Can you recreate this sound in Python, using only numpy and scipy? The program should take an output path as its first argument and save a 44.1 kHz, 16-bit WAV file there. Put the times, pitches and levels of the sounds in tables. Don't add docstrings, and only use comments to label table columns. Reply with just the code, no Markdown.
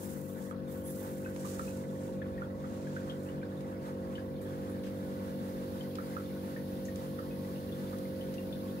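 import sys
import numpy as np
from scipy import signal
from scipy.fft import rfft, irfft
from scipy.io import wavfile

SR = 44100
rng = np.random.default_rng(int(sys.argv[2]) if len(sys.argv) > 2 else 0)


def digitize_waveform(pressure):
    field = np.atleast_2d(pressure).T
    bounded = np.clip(field, -1, 1)
    quanta = np.round(bounded * 32767).astype(np.int16)
    wavfile.write(sys.argv[1], SR, quanta)


N = 388080
T = np.arange(N) / SR
FREQS = np.fft.rfftfreq(N, 1 / SR)

# shaft_multiple, level_db, side_db
ROTOR_HARMONICS = [(2, -55, 6.5), (3, -58.5, 5), (4, -45, .5), (5, -48, 4), (6, -48.5, -1.5), (7, -53, 0),
                   (8, -57, 4.5), (9, -64.5, 8), (10, -51, 3), (11, -46.5, -3), (12, -59, -7),
                   (13, -70, 12.5), (14, -63.5, -7.5), (16, -79, -24), (20, -75.5, 11.5), (23, -72, 12.5)]
# mains_multiple, added_shaft_multiple, level_db, side_db
MAINS_BUZZ = [(2, 0, -54, -8), (2, 1, -51.5, 3), (4, 0, -56, 2.5), (4, 1, -71, 2)]
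# pitch_hz, nominal_width_hz, level_db, side_db
TANK_MODES = [(56, 9.4, -65, -7.5), (76, 7.5, -58.5, -7.5), (121.4, 20, -66, -10), (145.2, 15.8, -54, 2.5),
              (205.8, 41, -51.5, 7.5), (247.6, 56, -59, 5.5), (306, 45, -59, 0), (368.4, 90, -53.5, -3),
              (461, 98, -58, -1), (580, 200, -61, 7.5)]
# frequency_hz, level_db
WATER_SPECTRUM = [(300, -4), (600, -3.5), (850, 1.5), (1100, -3), (1350, -3.5), (1700, -4), (2400, -11.5),
                  (3500, -10), (4500, -13), (7000, -11.5), (15000, -16)]
# start_s, level_db, pitch_hz
CLEAR_BUBBLES = [(.51, -33, 1290), (1.248, -49, 2570), (1.26, -35.5, 1520), (1.448, -33, 1160),
                 (1.594, -29.5, 1330), (1.677, -46, 2560), (2.218, -38, 1740), (2.378, -43.5, 1850),
                 (2.419, -33.5, 1385), (2.641, -40, 1300), (2.87, -42, 1660), (2.964, -32.5, 1510),
                 (3.097, -41.5, 3210), (3.287, -51, 2920), (3.429, -38, 1570), (4.154, -44, 3040),
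                 (4.18, -40.5, 1670), (4.695, -54, 10500), (5.808, -46.5, 3100), (5.985, -30.5, 1335),
                 (6.166, -28.5, 1326), (6.563, -39, 1804), (6.85, -49, 6500), (6.884, -44.5, 1860),
                 (7.189, -33.5, 1280), (7.309, -50, 2530), (7.722, -49, 3460), (7.93, -40.5, 1220),
                 (8.21, -47, 3070), (8.381, -45, 2780), (8.526, -44.5, 3520)]
# start_s, level_db, brightness_hz, t60_s
TAPS_AND_SPLASH = [(1.362, -36, 750, .022), (3.606, -49.5, 2000, 0.059), (4.413, -51.5, 12000, 0.21),
                   (4.835, -50.5, 2200, 0.31), (4.863, -48, 1500, .17), (5.954, -38, 2000, 0.032),
                   (6.958, -41, 4940, 0.023), (7.985, -46, 7000, .025), (8.339, -48, 4000, 0.069)]
# frequency_hz, level_db
SKIN_SPECTRUM = [(2500, 0.5), (3300, -4.5), (5000, -6), (7000, -3), (9000, -5.5), (12000, -7), (15000, -2)]
# start_s, fastest_s, end_s, level_db, brightness_hz
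HAND_STROKES = [(-.1, .04, 0.23, -51, 11000), (.1, .22, 0.51, -56.5, 12500), (.36, .45, 0.54, -56.5, 9500),
                (0.672, 0.724, 0.86, -54.5, 12900), (.84, 0.983, 1.15, -52, 12100),
                (1.0, 1.14, 1.4, -56.5, 10700), (1.327, 1.49, 1.86, -51, 7900),
                (1.773, 2.04, 2.2, -61.5, 7900), (2.503, 2.936, 3.17, -61, 4850),
                (3.1, 3.25, 3.31, -63, 10000)]
# frequency_hz, level_db
HISS_SPECTRUM = [(2000, -4), (4300, 3), (6000, -4), (7800, -12), (10000, 1), (14000, 0.5), (15500, 2)]

BIG_HZ, TINY_HZ = 1600, 5000


def pump(shaft_hz=47.97, mains_hz=50.0, waver_db=1.0, wobble_rad=0.019, dispersion_rad=.68):
    shaft = 2 * np.pi * shaft_hz * T + wobble_rad * walk(1.4)
    mains = 2 * np.pi * mains_hz * T
    lines = [(round(k) * shaft + dispersion_rad * round(k) ** 2, db, side)
             for k, db, side in ROTOR_HARMONICS]
    lines += [(round(m) * mains + round(k) * shaft + rng.uniform(0, 2 * np.pi), db, side)
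              for m, k, db, side in MAINS_BUZZ]
    out = np.zeros((2, N))
    for phase, db, side in lines:
        hz = (phase[-1] - phase[0]) / (2 * np.pi * T[-1])
        lead = np.array([[.5], [-.5]]) * min(.55 * (hz / 528) ** 6, 2.5)
        out += np.sqrt(2) * undb(db + waver_db * walk(1.57)) * pan(side) * np.cos(phase + lead)
    return out


def churn(surge_db=0.96):
    out = np.zeros((2, N))
    for hz, width, db, side in TANK_MODES:
        unshared = .08 + (hz / 680) ** 3
        push = rng.standard_normal(N) + unshared * rng.standard_normal((2, N))
        out += band(push, hz, 1.34 * width) * undb(db + surge_db * walk(3.7)) * pan(side)
    return out


def trickle(count=4000, spread_db=3.5, fizz_db=-5, wash_db=-2, ripple_db=2.7, gain_db=-55):
    fizz = np.zeros(N)
    for when, pitch, size in rng.random((count, 3)):
        strength = undb(-spread_db * np.log(max(size, .03)))
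        add(fizz, when * N / SR, strength * bubble(hz=850 * 6 ** pitch, t60=0.015, rise=.1))
    fizz = room(np.array([fizz, fizz]), wet_db=4.5, t60=0.083)
    straight = resonate(rng.standard_normal(N), hz=1130, width=1400)
    wash = 1.19 * mic_pair(np.array([straight, straight])) + 0.65 * rng.standard_normal((2, N))
    water = undb(fizz_db) * colour(fizz, WATER_SPECTRUM)
    water += undb(wash_db + ripple_db * walk(6.3)) * colour(wash, WATER_SPECTRUM)
    dull = irfft(rfft(water) / (1 + (FREQS / 2000) ** 8), N)
    treble_db = -4 + 3 * mic_height() - opening()
    return (dull + undb(treble_db) * (water - dull)) * undb(gain_db) * pan(-2)


def plips(plop_rise=0.16, ping_rise=0.025, splash_db=-21, spray_db=-15, spit_db=10, snap_db=-12):
    out = np.zeros((2, N))
    t = T[:SR // 5]
    for start, db, hz in list(CLEAR_BUBBLES) + faint_bubbles():
        big = 1 / (1 + (hz / BIG_HZ) ** 20)
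        tiny = 1 / (1 + (TINY_HZ / hz) ** 10)
        gain = undb(db) * pan(7 * (1 - 2 * big))
        ring = bubble(hz, t60=.042 * (hz / BIG_HZ) ** .6, rise=ping_rise + plop_rise * big)
        add(out, start, gain * (1 - tiny) * ring)
        spatter = band(rng.standard_normal((2, len(t))), hz, 0.39 * hz) * decay(t, t60=0.2)
        spatter_db = spray_db + (splash_db - spray_db) * big + spit_db * tiny
        snap = band(rng.standard_normal(len(t)), hz, 0.59 * hz) * decay(t, t60=.012)
        add(out, start, gain * (undb(spatter_db) * spatter + undb(snap_db) * snap))
    return room(out, wet_db=-8, t60=.2)


def faint_bubbles(count=10, low_hz=1200, high_hz=3310, spread_db=2.5):
    when, pitch, weakness = rng.random((count, 3)).T
    hz = low_hz * (high_hz / low_hz) ** pitch
    db = -50 - spread_db * (2 * weakness - 1) - 20 * np.log10(hz / BIG_HZ)
    return list(zip(when * N / SR, db, hz))


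def bubble(hz, t60, rise):
    t = T[:int(t60 * SR) + 2]
    pitch_hz = hz * (1 + rise * (.6 - np.exp(-5 * t / t60)))
    cycles = np.cumsum(pitch_hz) / SR
    return np.sin(2 * np.pi * cycles) * decay(t, t60) * (1 - np.exp(-cycles))


def taps_and_splash(gain_db=-4):
    out = np.zeros((2, N))
    t = T[:SR // 4]
    for start, db, hz, t60 in TAPS_AND_SPLASH:
        crack = unit(resonate(rng.standard_normal((2, len(t))), hz, 1.15 * hz))
        add(out, start, undb(db + gain_db) * crack * decay(t, t60))
    return room(out, wet_db=-7, t60=.2)


def hand(squeak_db=-48.5, grip_db=1.4, drift_db=0.56):
    friction = colour(rng.standard_normal((2, N)), SKIN_SPECTRUM)
    squeak = unit(resonate(friction, hz=10800, width=1600))
    out = undb(squeak_db) * stroke(start_s=0.83, fastest_s=0.885, end_s=0.94) * squeak
    for start, fastest, end, db, hz in HAND_STROKES:
        grain = np.roll(friction, rng.integers(N), axis=1)
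        out += undb(db) * stroke(start, fastest, end) * unit(resonate(grain, hz, 1.24 * hz))
    return out * undb(grip_db * walk(130) + drift_db * walk(24)) * pan(-3)


def stroke(start_s, fastest_s, end_s):
    speed = np.interp(T, [start_s, fastest_s, end_s], [0, 1, 0])
    return speed ** 0.62


def hiss(below_db=-68, rim_db=-56.5):
    db = below_db + (rim_db - below_db) * mic_height()
    return colour(rng.standard_normal((2, N)), HISS_SPECTRUM) * undb(db) * pan(-1)


def room(x, wet_db, t60):
    t = T[:SR // 2]
    tail = rng.standard_normal((2, len(t))) * decay(t, t60) * (1 - np.exp(-t / 0.0068))
    tail /= np.sqrt(np.sum(tail ** 2, axis=1, keepdims=True))
    reflections = signal.fftconvolve(x.mean(axis=0)[None], tail, axes=1)[:, :N]
    return mic_pair(x) + undb(wet_db) * reflections


def mic_pair(x, lag_s=0.00045):
    return np.array([x[0], irfft(rfft(x[1]) * np.exp(-2j * np.pi * FREQS * lag_s), N)])


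def mic_height(midway_s=4.73, ease_s=0.44):
    return .5 + .5 * np.tanh((T - midway_s) / (2 * ease_s))


def opening(fade_s=1.01):
    return np.exp(-(T / fade_s) ** 2)


def undb(db):
    return 10 ** (np.asarray(db) / 20)


def decay(t, t60):
    return undb(-60 * t / t60)


def unit(x):
    return x / np.sqrt(np.mean(x ** 2))


def pan(side_db):
    return undb(np.array([[.5], [-.5]]) * side_db)


def colour(x, spectrum):
    hz, db = np.transpose(spectrum)
    gain = undb(np.interp(np.log(FREQS + 1), np.log(hz), db)) * np.minimum(FREQS / hz[0], 1) ** 2
    return unit(irfft(rfft(x) * gain, N))


def resonate(x, hz, width):
    g, k = np.tan(np.pi * min(hz, SR / 2 - 1000) / SR), width / hz
    return signal.lfilter([k * g, 0, -k * g], [1 + k * g + g * g, 2 * g * g - 2, 1 - k * g + g * g], x)


def band(x, hz, width):
    return unit(resonate(resonate(x, hz, width), hz, width))


def walk(rate_hz):
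    return unit(irfft(rfft(rng.standard_normal(N)) * np.exp(-(FREQS / rate_hz) ** 2) * (FREQS > 0), N))


def add(out, start_s, sound):
    i = int(np.clip(start_s * SR, 0, N - 1))
    out[..., i:i + sound.shape[-1]] += sound[..., :N - i]


def scene():
    hum_db = np.interp(opening(), [0, 1], [-0.54, -3])
    side_db = np.interp(opening(), [0, 1], [-0.94, 5])
    hum = (pump() + churn()) * undb(hum_db) * pan(side_db)
    return hum + trickle() + plips() + taps_and_splash() + hand() + hiss()


def record(dry, bass_hz=35, top_hz=15700):
    thin = signal.sosfilt(signal.butter(2, bass_hz, "high", fs=SR, output="sos"), dry)
    return signal.sosfilt(signal.ellip(14, .1, 80, top_hz, fs=SR, output="sos"), thin)


dry = scene()
out = record(dry)
digitize_waveform(out)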